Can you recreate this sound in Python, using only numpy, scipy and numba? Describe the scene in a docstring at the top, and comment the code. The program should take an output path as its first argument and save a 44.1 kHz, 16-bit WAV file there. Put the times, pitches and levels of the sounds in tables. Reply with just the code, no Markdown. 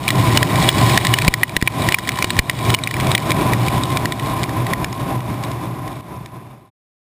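"""Inside a running thresher: a small sealed recorder starts at low gain, so the sound begins quiet.
Drum and augers drone through steel panels (shaped noise and wavering tones) and grain patters (ringing ticks).
Single kernels knock its housing hard, and a few heavier blows push all of it inward.
Its gain control ducks when peaks get too high, then creeps back up; 1/12000 s holds mirror sound into the treble.
A long fade begins at 1.72 s, patter weakens from 2.7 s, a hand-set gain duck comes near 6 s, and it stops."""
import sys
import numpy as np
from scipy import signal
from scipy.fft import rfft, irfft, next_fast_len
from scipy.io import wavfile
from scipy.ndimage import uniform_filter1d
from numba import njit

SR = 44100
rng = np.random.default_rng(int(sys.argv[2]) if len(sys.argv) > 2 else 0)


def attenuation_scalar(level_db):
    """Turn a level in dB into a linear amplitude multiplier (20 dB per decade)."""
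    decades = np.asarray(level_db, float) / 20
    return 10 ** decades


def output_pcm(signal):
    """Save a mono or channel-first signal as 16-bit PCM at the path in sys.argv[1].

    Samples are clipped to [-1, 1] before scaling.
    """
    pcm = np.clip(np.atleast_2d(signal).T, -1, 1) * 32767
    wavfile.write(sys.argv[1], SR, np.round(pcm).astype(np.int16))


N = 309130
T = np.arange(N) / SR  # time in s


def unit(x):
    """Scale to rms 1."""
    return x / np.sqrt(np.mean(x ** 2))


def walk(rate_hz):
    """Random levels held 1 / rate_hz s, then smoothed twice into a gliding line of rms 1."""
    hold = int(SR / rate_hz)
    steps = np.repeat(rng.standard_normal(N // hold + 1), hold)
    smooth = uniform_filter1d(uniform_filter1d(steps, hold), hold)
    return unit(smooth[:N])


def shape(x, gain):
    """Weight the spectrum of x by gain(Hz)."""
    size = next_fast_len(N)
    hz = np.arange(size // 2 + 1) * SR / size + 1e-3  # just above 0, so that a logarithm works
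    return irfft(rfft(x, size) * gain(hz), size)[:N]


def high_pass(x):
    """Let slow pressure or voltage leak away below 25 Hz."""
    return signal.sosfilt(signal.butter(1, 25, "high", fs=SR, output="sos"), x)


def drone(flutter_db=3):
    """Roar of drum and air coloured by the panels, with the wavering tones of shafts and gears."""
    # roar through the panels, before their resonances: pitch_hz, relative level_db per Hz
    roar_curve = [(20, -42), (48, -17.5), (92, -12.5), (114, -9), (165, -9), (235, -15.5), (280, -12.5),
                  (351, -14), (490, -25.5), (637, -18), (868, -24), (1150, -24.5), (1300, -30),
                  (1550, -32.5), (3000, -42), (5500, -43.5)]
    # panel and cavity resonances, a negative level being a dip: pitch_hz, width_hz, level_db
    panels = [(119.7, 29, 8.5), (713, 12, -1.5), (762.4, 63, 2.5), (1017, 99, 12.5), (2360, 1000, 7.5),
              (3536, 200, 8.5), (5270, 440, 2)]
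    # shaft and gear tones: pitch_hz, usual rms level_db against the roar, waver_hz (rms)
    tone_table = [(118.94, -15, 6.), (787, -22, 0.97), (1066, -20, 2.3)]
    curve_hz, curve_db = np.transpose(roar_curve)

    def colour(f):
        """Broad slope times the panel peaks."""
        peaks_db = sum(peak_db / (1 + ((f - at_hz) / (width_hz / 2)) ** 2) for at_hz, width_hz, peak_db in panels)
        slope_db = np.interp(np.log(f), np.log(curve_hz), curve_db)
        return attenuation_scalar(slope_db + peaks_db)

    surge_db = 2.27 * walk(14)
    roar = unit(shape(rng.standard_normal(N) * attenuation_scalar(surge_db), colour))
    tones = 0
    for tone_hz, tone_db, waver_hz in tone_table:
        level = np.sqrt(2) * attenuation_scalar(tone_db + flutter_db * walk(25))
        phase = 2 * np.pi * np.cumsum(tone_hz + waver_hz * walk(12)) / SR
        tones = tones + level * np.sin(phase)
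    return roar + tones


def spikes(start_s, size):
    """Single-sample strikes at the given times."""
    out = np.zeros(N, np.asarray(size).dtype)
    np.add.at(out, (np.asarray(start_s) * SR).astype(int), size)
    return out


def swell(x, rise_s):
    """Spread each strike over the short time of contact."""
    keep = np.exp(-1 / (rise_s * SR))
    return signal.lfilter([1 - keep], [1, -keep], x)


def ring(x, hz, t60_s):
    """One mode struck by x, falling 60 dB in t60_s; a complex strike sets its phase."""
    pole = np.exp((2j * np.pi * hz - np.log(1000) / t60_s) / SR)
    return signal.lfilter([1], [1, -pole], x).imag


def housing(start_s, size, spot_hz, scatter_db, reach_db, crack_db):
    """Each strike rings all modes, favouring those near its spot in pitch, and cracks for a few ms."""
    # ways the housing rings: pitch_hz, relative level_db, t60_s (time to fall 60 dB)
    modes = [(1030, -6.5, 0.03), (1770, -9, 0.02), (1930, -3, 0.017), (2130, -8, 0.02), (2340, -0.5, 0.013),
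             (2960, -8.5, 0.025), (3350, -3, 0.01), (3780, -0.5, 0.0099), (4164, -10.5, 0.016),
             (4582, -6.5, 0.0066), (5170, -5, .008), (5600, -11.5, .006)]
    luck = rng.standard_normal((len(start_s), len(modes)))
    phase = np.exp(2j * np.pi * rng.random((len(start_s), len(modes))))
    rings = 0
    for k, (hz, mode_db, t60_s) in enumerate(modes):
        # reach_db is the loss per octave away from the spot's mode
        loss_db = np.clip(reach_db * np.abs(np.log2(hz / spot_hz)), 0, 11)
        share = attenuation_scalar(mode_db - loss_db + scatter_db * luck[:, k])
        turn = np.exp(2j * np.pi * hz * T)
        # the contact keeps feeding the mode in step, so the ring swells before it dies
        strike = swell(spikes(start_s, size * share * phase[:, k]), 0.00084) * turn
        rings = rings + ring(strike, hz, t60_s)
    crack = swell(swell(spikes(start_s, size), 0.0016), 0.0007) * rng.standard_normal(N)
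    crack_band = signal.butter(2, [900, 5200], "band", fs=SR, output="sos")
    return rings + attenuation_scalar(crack_db) * signal.sosfilt(crack_band, crack)


def patter(count=24000):
    """Chaff and grain in a dense rain of light ticks on the housing, a few of them larger."""
    when, chance, spot = rng.random((count, 3)).T
    size = attenuation_scalar(-3.5 * np.log(chance + 1e-4))  # small chances make the few large ticks
    ticks = housing(when * T[-1], size, 1700 + 3500 * spot, scatter_db=3.5, reach_db=7.5, crack_db=30.0)
    return unit(ticks)


def knocks():
    """The single kernels that stand out as they hit and ring the housing."""
    # kernels on the housing: start_s, strike level_db before each mode's share,
    # spot_hz (pitch of the mode nearest the struck spot)
    kernels = [(0.079, 17.5, 2340), (0.087, 19, 3350), (0.104, 20, 1930), (0.3729, 23.5, 2960),
               (0.428, 21, 1770), (0.6884, 21, 3350), (0.9748, 23, 1930), (1.0489, 11, 1930),
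               (1.0679, 12.5, 1930), (1.1383, 18, 2960), (1.1859, 14.5, 1770), (1.2195, 11.5, 2340),
               (1.247, 7, 1930), (1.2792, 33, 2340), (1.339, 25.5, 1930), (1.432, 32, 1930),
               (1.478, 8, 3350), (1.4931, 11, 2340), (1.5655, 26.5, 1930), (1.6134, 14.5, 2340),
               (1.6239, 23, 1930), (1.6745, 32.5, 2340), (1.8873, 21, 1930), (1.9217, 21, 2960),
               (1.9433, 30, 2340), (1.9854, 23, 1930), (2.073, 11.5, 1930), (2.078, 13.5, 3780),
               (2.09, 25, 2340), (2.118, 13, 3780), (2.156, 7.5, 2960), (2.1724, 11, 1770),
               (2.187, 16.5, 1030), (2.2239, 22, 2340), (2.2428, 25, 2340), (2.3036, 19, 3780),
               (2.366, 7.5, 1930), (2.3896, 38, 2340), (2.4963, 27, 1930), (2.511, 8, 1930),
               (2.5892, 8.5, 2340), (2.7017, 17, 2960), (2.7404, 19.5, 2340), (2.7452, 31.5, 2960),
               (2.787, 12.5, 2340), (2.8362, 20.5, 3780), (2.873, 23.5, 2340), (2.9093, 17.5, 1930),
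               (2.94, 14, 2340), (2.966, 7, 1930), (2.9993, 14, 1770), (3.0077, 11, 2340),
               (3.069, 6.5, 2340), (3.1156, 11.5, 3780), (3.1498, 26.5, 3350), (3.1778, 15.5, 2340),
               (3.3049, 12.5, 2340), (3.3173, 19, 2340), (3.5335, 12, 1930), (3.6826, 8.5, 2340),
               (3.8348, 10.5, 3780), (3.9705, 17.5, 2340), (4.0553, 16.5, 1930), (4.1213, 15.5, 1930),
               (4.1955, 6.5, 1770), (4.4319, 10, 5150), (4.4382, 12, 2340), (4.492, 5, 1770),
               (4.6661, 7, 1770), (4.7337, 19, 1930), (4.844, 19.5, 1770), (4.9267, 8, 5150),
               (5.2043, 8, 1930), (5.4363, 8.5, 1770), (5.515, 6.5, 5150), (5.8777, 6.5, 1930),
               (6.259, 10, 1930)]
    start_s, level_db, spot_hz = np.transpose(kernels)
    return housing(start_s, attenuation_scalar(level_db), spot_hz, scatter_db=3.0, reach_db=40.5, crack_db=38)


def thumps():
    """A push of a few ms inward; the pressure leaks out of the housing and swings back."""
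    # heavier blows that push the whole housing: start_s, push level_db before the leak, length_s
    blows = [(1.28, 31.5, 0.004), (1.5668, 22, 0.002), (1.6253, 26.5, 0.0027), (2.243, 18.5, 0.0013),
             (2.3901, 28.5, 0.0065), (2.7394, 10.5, 0.0022)]
    push = 0
    for start_s, level_db, length_s in blows:
        push = push - attenuation_scalar(level_db) * np.sin(np.pi * np.clip((T - start_s) / length_s, 0, 1))
    return high_pass(push)


def scene():
    """A single microphone feeds both channels; drone and patter share one level curve set by hand."""
    # overall level of drone and patter before the gain control: start_s, level_db (straight lines between)
    level_curve = [(0, -0.5), (0.199, 0.5), (.5, 0.5), (.9, -0.5), (1.098, -2.5), (1.4, -1), (1.6, -2.5),
                   (1.8, 7.5), (2.4, -1.5), (2.699, 4), (3.1, -1), (3.8, 2.5), (4.3, -1), (5.0, 1.5),
                   (5.5, 2.5), (6.1, 2.5), (6.6, -2)]
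    start_s, level_db = np.transpose(level_curve)
    # grain against the roar; it weakens by 4 dB per second from 2.7 s on
    patter_db = -11.5 - 4 * np.clip(T - 2.7, 0, None)
    background = (drone() + patter() * attenuation_scalar(patter_db)) * attenuation_scalar(np.interp(T, start_s, level_db))
    # one more gain duck near 6 s, set by hand: sudden drop, then recovery
    duck_s, duck_db, recovery_s = 6.01, -10.5, 0.18
    background = background * attenuation_scalar(duck_db * (T > duck_s) * np.exp(-np.abs(T - duck_s) / recovery_s))
    return np.tile(background + knocks() + thumps(), (2, 1))


@njit
def gain_control(in_db, gain_db, top_db, max_db, rise, fall, watch, hold):
    """Lowers the gain at a limited rate when the output peaks over the top, waits, then creeps back up."""
    # rise and fall are in dB per sample, watch and hold in samples since the last peak over the top
    out, since = np.empty(len(in_db)), hold
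    for i in range(len(in_db)):
        since = 0. if in_db[i] + gain_db > top_db else since + 1
        if since < watch:
            gain_db -= fall
        elif since > hold:
            gain_db = min(gain_db + rise, max_db)
        out[i] = gain_db
    return out


def sample_and_hold(x):
    """Coarse sampling mirrors the band around the hold rate; holding droops it and nulls that rate."""
    hold_hz = 12000
    x = signal.sosfilt(signal.cheby1(10, .1, 5740, fs=SR, output="sos"), x)
    mirrored = x * (1 + 2 * np.cos(2 * np.pi * hold_hz * T))
    return shape(mirrored, lambda f: np.sinc(f / hold_hz) / np.sinc(f / (4 * hold_hz)))


def band_limit(x):
    """A steep low-pass at the top of the band."""
    return signal.sosfilt(signal.butter(12, 16380, fs=SR, output="sos"), x)


def record(dry):
    """Gain control, overload, coarse sample-and-hold, fade, faint opposite residue and top cut."""
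    start_db, top_db, max_db = -25, -1.5, -8.5
    rise_db_s, fall_db_s, watch_s, hold_s = 67.5, 2300.5, 0.00099, 0.011
    in_db = 20 * np.log10(np.abs(dry[0]) + 1e-9)
    gain_db = gain_control(in_db, start_db, top_db, max_db,
                           rise_db_s / SR, fall_db_s / SR, watch_s * SR, hold_s * SR)
    x = np.clip(dry[0] * attenuation_scalar(gain_db), -.85, .85)
    # the coupling capacitor lets a long overload swing back
    x = sample_and_hold(high_pass(x))
    fade = np.interp(T, (1.72, 6.765), [1, 0])
    end_s = 6.693
    stop = np.interp(T, [end_s - .01, end_s + .01], [1, 0])
    x = x * fade * stop
    # a faint rough residue, opposite in left and right: in the bass, and broadband while the gain falls
    bass = signal.sosfilt(signal.butter(1, 90, fs=SR, output="sos"), x * walk(150))
    falling = np.gradient(uniform_filter1d(gain_db, 200)) < -.02  # dB per sample
    residue = attenuation_scalar(-28.5) * bass + attenuation_scalar(-31) * x * walk(3000) * falling
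    both = np.clip(x + np.outer([1, -1], residue), -.88, .88)
    mix = signal.sosfilt(signal.ellip(12, .2, 75, 15350, fs=SR, output="sos"), both)
    return band_limit(mix)


dry = scene()
out = record(dry)
output_pcm(out)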